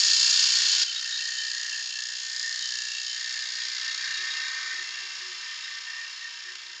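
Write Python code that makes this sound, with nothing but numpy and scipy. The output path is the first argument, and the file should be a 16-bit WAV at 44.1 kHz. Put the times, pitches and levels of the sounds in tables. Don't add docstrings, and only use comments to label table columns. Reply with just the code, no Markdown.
import sys
import numpy as np
from scipy import signal
from scipy.fft import irfft
from scipy.io import wavfile
from scipy.ndimage import uniform_filter1d

SR = 44100
rng = np.random.default_rng(int(sys.argv[2]) if len(sys.argv) > 2 else 0)


def wav_out(sig):
    wavfile.write(sys.argv[1], SR, np.round(np.clip(np.atleast_2d(sig).T, -1, 1) * 32767).astype(np.int16))


N = 299880
TIME = np.arange(N) / SR
TURNS_PER_S = 30.677


def gain_of(db):
    return 10 ** (np.asarray(db) / 20)


def unit_rms(x):
    return x / np.sqrt(np.mean(x ** 2) + 1e-20)


def curve(rows, column=1):
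    rows = np.asarray(rows)
    return np.interp(TIME, rows[:, 0], rows[:, column])


def bouts(rows, edge_s, sag_db=0):
    power = np.zeros(N)
    for start, length, db in rows:
        age = TIME - start
        shape = np.clip(np.minimum(age, length - age) / edge_s + .5, 0, 1)
        power += gain_of(db + sag_db * np.clip(age / length, 0, 1)) ** 2 * shape ** 4
    return np.sqrt(power)


def wavering(depth_db=1.5, smooth_s=.06):
    size = round(smooth_s * SR)
    drift = uniform_filter1d(uniform_filter1d(rng.standard_normal(N), size), size)
    return gain_of(depth_db * unit_rms(drift))


def coloured(x, spectrum, modes=()):
    hz = np.fft.rfftfreq(8192, 1 / SR)
    knots_hz, knots_db = np.transpose(spectrum)
    db = np.interp(np.log(hz + 1), np.log(knots_hz + 1), knots_db)
    for centre_hz, width, lift_db in modes:
        db += lift_db / (1 + (2 * (hz - centre_hz) / width) ** 2)
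    log_gain = np.log(gain_of(np.maximum(db, -110)))
    mirrored = np.r_[log_gain, log_gain[-2:0:-1]]
    response = np.exp(np.conj(signal.hilbert(mirrored)))
    taps = np.fft.ifft(response).real[:4096]
    return unit_rms(signal.oaconvolve(x, taps)[:N])


def resonance(force, hz, width_hz, steady):
    pole = np.exp((2j * np.pi * hz - np.pi * width_hz) / SR)
    ring = unit_rms(signal.lfilter([1, 0, -1], np.poly([pole, pole]), force).real)
    power = uniform_filter1d(ring ** 2, round(SR / TURNS_PER_S))
    return unit_rms(ring / (power + .05) ** (steady / 2))


# f/Hz, relative level/dB
BACKGROUND_SPECTRUM = [(15, -31.5), (40, -21), (100, -23), (260, -23.5), (370, -18.5), (450, -19.5),
                       (620, -20.5), (780, -17), (1250, -6), (1600, -27.5), (2200, -45), (3300, -68.5)]
# t/s, level/dB
BACKGROUND_LEVEL = [(0, -63), (4.1, -63.5), (5, -59.5), (5.6, -65), (6.2, -66.5), (6.8, -63)]
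# t/s, length/s, level/dB
THUDS = [(4.012, .03, -70), (4.068, 0.05, -67), (4.13, 0.11, -73)]
def workshop():
    background = coloured(rng.standard_normal(N), BACKGROUND_SPECTRUM) * gain_of(curve(BACKGROUND_LEVEL))
    thud = resonance(rng.standard_normal(N), hz=120, width_hz=110, steady=.8)
    return background + thud * bouts(THUDS, edge_s=.014)


# f/Hz, level/dB
MOTOR_TONES = [(523, -82), (768, -78.5)]
def motor():
    noise = rng.standard_normal(N)
    return sum(gain_of(db) * resonance(noise, hz, width_hz=8.6, steady=.36) for hz, db in MOTOR_TONES)


def recut(kept):
    turns = rng.standard_normal(kept.shape + (2,)) @ [1, 1j]
    for k in range(1, len(turns)):
        turns[k] = kept[k] * turns[k - 1] + np.sqrt(1 - kept[k] ** 2) * turns[k]
    return turns


def unrolled(turns, points=4096):
    path = irfft(turns, points).ravel()
    return unit_rms(np.interp(TIME * TURNS_PER_S * points, np.arange(len(path)), path))


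def roughness(kept):
    hz = np.maximum(np.arange(640) * TURNS_PER_S, 1100)
    return unrolled(recut(kept ** ((hz / 2600) ** 1.04)))


# t/s, share at 2600 Hz
SURVIVING_MARKS = [(0, 0.54), (1.2, 0.64), (2.1, 0.79), (2.9, 0.94), (3.3, 0.47), (4.4, 0.47), (5.3, 0.48),
                   (5.9, 0.49), (6.3, 0.45), (6.8, .6)]
# cycles per turn, peak position/turns, swing/dB at contrast 1
GRAIN = [(1, .3, 1.1), (2, .078, 2.7), (3, .12, .5), (4, .03, 1.0), (6, .03, .4), (8, .03, .15)]
# t/s, factor
GRAIN_CONTRAST = [(0, .8), (.8, .8), (1, 1.05), (1.5, 1.15), (2, 1.35), (3, 1.3), (3.9, 1.05), (4.2, .75),
                  (5.2, .72), (6.8, .85)]
def surface():
    turn_starts = np.arange(int(N / SR * TURNS_PER_S) + 2) / TURNS_PER_S
    kept = np.interp(turn_starts, *np.transpose(SURVIVING_MARKS))[:, None]
    orders = np.arange(1, 40)
    patches = recut(np.tile(kept ** .5, len(orders))) / orders ** .42
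    patches_db = 1.25 * unrolled(np.pad(patches, ((0, 0), (1, 0))))
    contrast = curve(GRAIN_CONTRAST)
    grain_db = sum(db * contrast ** (order / 2) * np.cos(2 * np.pi * order * (TIME * TURNS_PER_S - peak))
                   for order, peak, db in GRAIN)
    return roughness(kept), roughness(kept), grain_db + patches_db


# t/s, length/s, level/dB
REST_BOUTS = [(3.6, 0.14, -76), (3.9, 0.097, -71.5), (4.172, 0.091, -62.5), (4.3, .12, -65.5),
              (4.63, 0.14, -63), (4.73, 0.11, -60), (4.87, .1, -68), (5.01, 0.07, -63.5),
              (5.2, 0.137, -62.5), (5.33, .12, -73), (5.69, .14, -73), (6.446, 0.096, -65),
              (6.53, 0.059, -68), (6.634, .116, -73)]
# t/s, level/dB
REST_IDLE = [(0, -83), (3.3, -95), (3.5, -82), (6.8, -80.5)]
def tool_rest(bevel):
    level = np.hypot(bouts(REST_BOUTS, edge_s=.043, sag_db=-2.5), gain_of(curve(REST_IDLE)))
    return resonance(bevel, hz=363, width_hz=11, steady=.9) * level * wavering()


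# f/Hz, width/Hz
STEEL_MODES = [(1813.4, 53), (1733.5, 143), (2730, 130), (3069, 68), (3786, 146)]
# t/s, length/s, upper mode level/dB, lower mode level/dB
CHATTER_BOUTS = [(0, 0.16, -51, -51), (0.192, 0.26, -54, -53), (0.357, 0.33, -52.5, -57),
                 (0.633, 0.15, -66, -64.5), (0.898, 0.1, -47, -47), (1.008, 0.24, -43, -43.5),
                 (1.215, 0.29, -40.5, -43.5), (1.491, 0.35, -43, -43), (1.93, 0.23, -48.5, -44.5),
                 (2.204, 0.21, -46, -57), (2.408, 0.28, -38.5, -53), (2.7, 0.2, -63.5, -42),
                 (3.137, 0.19, -42.5, -50.5), (3.308, 0.16, -43, -41.5), (3.55, 0.14, -41.5, -50),
                 (3.8, 0.12, -38, -49), (3.966, .37, -39.5, -42), (4.334, .5, -38, -53),
                 (4.95, 0.067, -45, -48), (5.192, 0.16, -44.5, -53), (5.404, .16, -41, -61),
                 (5.629, 0.18, -41, -59), (5.854, .23, -42, -47.5), (6.205, 0.086, -39.5, -60),
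                 (6.45, 0.092, -41, -50)]
# t/s, level/dB
CHATTER_IDLE = [(0, -59.5), (3, -47), (4.8, -47), (5.1, -53), (6.8, -55)]
def gouge_chatter(force):
    idle = gain_of(curve(CHATTER_IDLE))
    out = np.zeros(N)
    for k, (hz, width) in enumerate(STEEL_MODES[:2]):
        chatter = bouts([(start, length, db[k]) for start, length, *db in CHATTER_BOUTS], edge_s=.06)
        out += resonance(force, hz, width, steady=.8) * np.hypot(chatter, idle) * wavering()
    return out


# t/s, level/dB of each of the three higher modes
RING_LEVELS = [(0, -48, -52.5, -52), (1.2, -52.5, -49.5, -53), (1.9, -49, -51, -56), (2.3, -54, -55.5, -60),
               (2.8, -50.5, -48.5, -50.5), (3.3, -51, -57.5, -48), (4.3, -48.5, -60, -47),
               (4.75, -55, -59, -49.5), (4.9, -44, -54, -50), (5.2, -52, -54, -56.5),
               (5.6, -48, -52.5, -54), (6.8, -55, -57, -60.5)]
# t/s, length/s, f/Hz of the mode, level/dB
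SQUEAKS = [(0.862, 0.075, 3069, -41), (0.885, .05, 2730, -49), (0.947, .056, 3786, -36.5),
           (1.04, .032, 2730, -37), (1.104, .09, 3786, -35.5), (1.178, .06, 2730, -39.5),
           (1.18, 0.1, 3069, -47.5), (1.364, .074, 3069, -41), (1.36, 0.061, 3786, -40.5),
           (1.711, .05, 3069, -42), (1.711, 0.054, 2730, -41), (1.887, .12, 2730, -48.5),
           (2.595, 0.075, 3786, -42.5), (2.61, 0.1, 3069, -44.5), (2.87, .15, 2730, -47.5),
           (3.056, .13, 3069, -44.5), (3.862, .086, 2730, -48), (3.89, 0.052, 3786, -43.5),
           (4.128, 0.085, 3786, -39), (4.29, .058, 3786, -38.5), (4.349, 0.075, 2730, -42.5),
           (4.392, 0.12, 3786, -42), (5.616, 0.055, 3786, -45)]
def gouge_squeaks(force):
    out = np.zeros(N)
    for column, (hz, width) in enumerate(STEEL_MODES[2:], start=1):
        squeaks = [(start, length, db) for start, length, mode_hz, db in SQUEAKS if mode_hz == hz]
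        level = np.hypot(bouts(squeaks, edge_s=.045), gain_of(curve(RING_LEVELS, column)))
        out += resonance(force, hz, width, steady=.55) * level * wavering()
    return out


# t/s, position (0 rim, 1 centre), tilt of the hiss/(dB per octave)
TRAVEL = [(0, 0.07, 1.5), (.5, 0.2, 0), (.9, 0.26, -2.5), (1.4, 0, -0.5), (2.6, 0.55, 0.5), (3.1, 0.4, -1),
          (3.4, 0.34, -1.5), (3.8, 0.51, -4), (4.7, 0.65, -4), (5, 0.8, -4.5), (5.4, .95, -4.5), (6, 1, -5),
          (6.8, 1, -5.5)]
def travelling(force, spectrum, modes):
    position = curve(TRAVEL)
    out = np.zeros(N)
    for place in range(3):
        weight = np.maximum(1 - abs(2 * position - place), 0)
        out += weight * coloured(force, spectrum, [(hz, width, db[place]) for hz, width, *db in modes])
    return out


def tilted(force):
    hz, times, spectra = signal.stft(force, SR, nperseg=256)
    octaves = np.log2(np.clip(hz, 1500, 11000) / 4500)[:, None]
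    slope_db = np.interp(times, TIME, curve(TRAVEL, column=2))
    return signal.istft(spectra * gain_of(octaves * slope_db), SR, nperseg=256)[1][:N]


# f/Hz, relative level/dB
BLANK_SPECTRUM = [(200, -84), (420, -33), (600, -23.5), (800, -14.5), (1000, 1), (1400, -3.5), (2000, 0),
                  (2400, 6.5), (2800, -29.5), (4000, -37.5)]
# f/Hz, width/Hz, lift/dB at rim, half way and centre
BLANK_MODES = [(538, 23, 4.5, 15.5, 24), (722, 9.4, 17, 6.5, 1), (950, 28, 8.5, -10.5, 7.5),
               (1175, 40, -7.5, 3, 8.5), (1277, 150, -14, 10.5, 7.5), (1542, 123, 21, 20.5, 18),
               (2028, 100, 10.5, 16, 15.5), (2095, 44, 2.5, 10.5, 2)]
def blank(force):
    return travelling(force, BLANK_SPECTRUM, BLANK_MODES)


# f/Hz, relative level/dB
TEAR_SPECTRUM = [(300, -89.5), (1000, -34), (1500, -8.5), (2450, -15), (2900, -9), (3500, -3.5), (4600, -2),
                 (5400, -1), (6000, -6), (6900, -4.5), (9000, -6), (15500, -14)]
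# f/Hz, width/Hz, lift/dB at rim, half way and centre
TEAR_MODES = [(3360, 90, 1.5, 6, 4), (4360, 260, 10, 7, 3), (4860, 220, 7, 8, 3), (5150, 220, 1.5, 2.5, 6),
              (5580, 120, 1.5, 4, 5), (6620, 400, 5, 5, 2.5), (7080, 250, 3, 2.5, 3),
              (10700, 800, 10, 10, 10), (12700, 400, 5, 5, 5), (14600, 900, 9, 9, 9)]
# t/s, lift/dB
CATCHES = [(6.5545, 13)]
def tearing_fibres(force):
    burst_db = sum(db * np.exp(-((TIME - start - .001) / .0015) ** 2) for start, db in CATCHES)
    return travelling(tilted(force * gain_of(burst_db)), TEAR_SPECTRUM, TEAR_MODES)


# t/s, fibre level/dB, blank level/dB
CUT_LEVELS = [(0, -30.5, -59), (.42, -30.5, -51.5), (.6, -32, -52.5), (1.2, -32, -55.5), (1.75, -34, -54.5),
              (2.14, -35.5, -56), (2.4, -33.5, -48), (3.05, -34.5, -57), (3.2, -34.5, -47.5),
              (3.7, -33.5, -44.5), (4.2, -33.5, -41), (4.73, -36, -40.5), (4.86, -37, -45),
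              (5.5, -38, -46.5), (5.9, -39.5, -46.5), (6.3, -40.5, -50.5), (6.8, -43, -53)]
def cutting():
    edge, bevel, swell_db = surface()
    swell = gain_of(swell_db)
    soft_swell = gain_of(.24 * swell_db)
    metal = tool_rest(bevel) + gouge_chatter(bevel * soft_swell) + gouge_squeaks(bevel * swell)
    wood = blank(edge * soft_swell) * gain_of(curve(CUT_LEVELS, column=2))
    fibres = tearing_fibres(edge * swell) * gain_of(curve(CUT_LEVELS, column=1))
    return metal + wood + fibres


def scene():
    drop_s, drop_span_s, drop_db = .841, .006, 9.3
    before_drop = np.clip((drop_s - TIME) / drop_span_s + .5, 0, 1)
    return ((cutting() + workshop()) * gain_of(drop_db * before_drop) + motor())[None]


# f/Hz, relative level/dB
MICROPHONE = [(20, -6), (7000, -3), (7600, -13), (8600, -26.5), (9600, -38), (11800, -41.5), (13700, -46),
              (15000, -43.5), (15700, -46.5)]
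# f/Hz, relative level/dB
SELF_NOISE = [(20, -7), (3000, -13), (9000, -6), (12000, -1), (16000, -6.5)]
def record(dry):
    heard = coloured(dry[0], MICROPHONE) * np.std(dry)
    hiss = gain_of(-91) * coloured(rng.standard_normal(N), SELF_NOISE)
    low_pass = signal.firwin(511, 15700, window=("kaiser", 9), fs=SR)
    return signal.oaconvolve(heard + hiss, low_pass, "same")[None]


dry = scene()
out = record(dry)
wav_out(out)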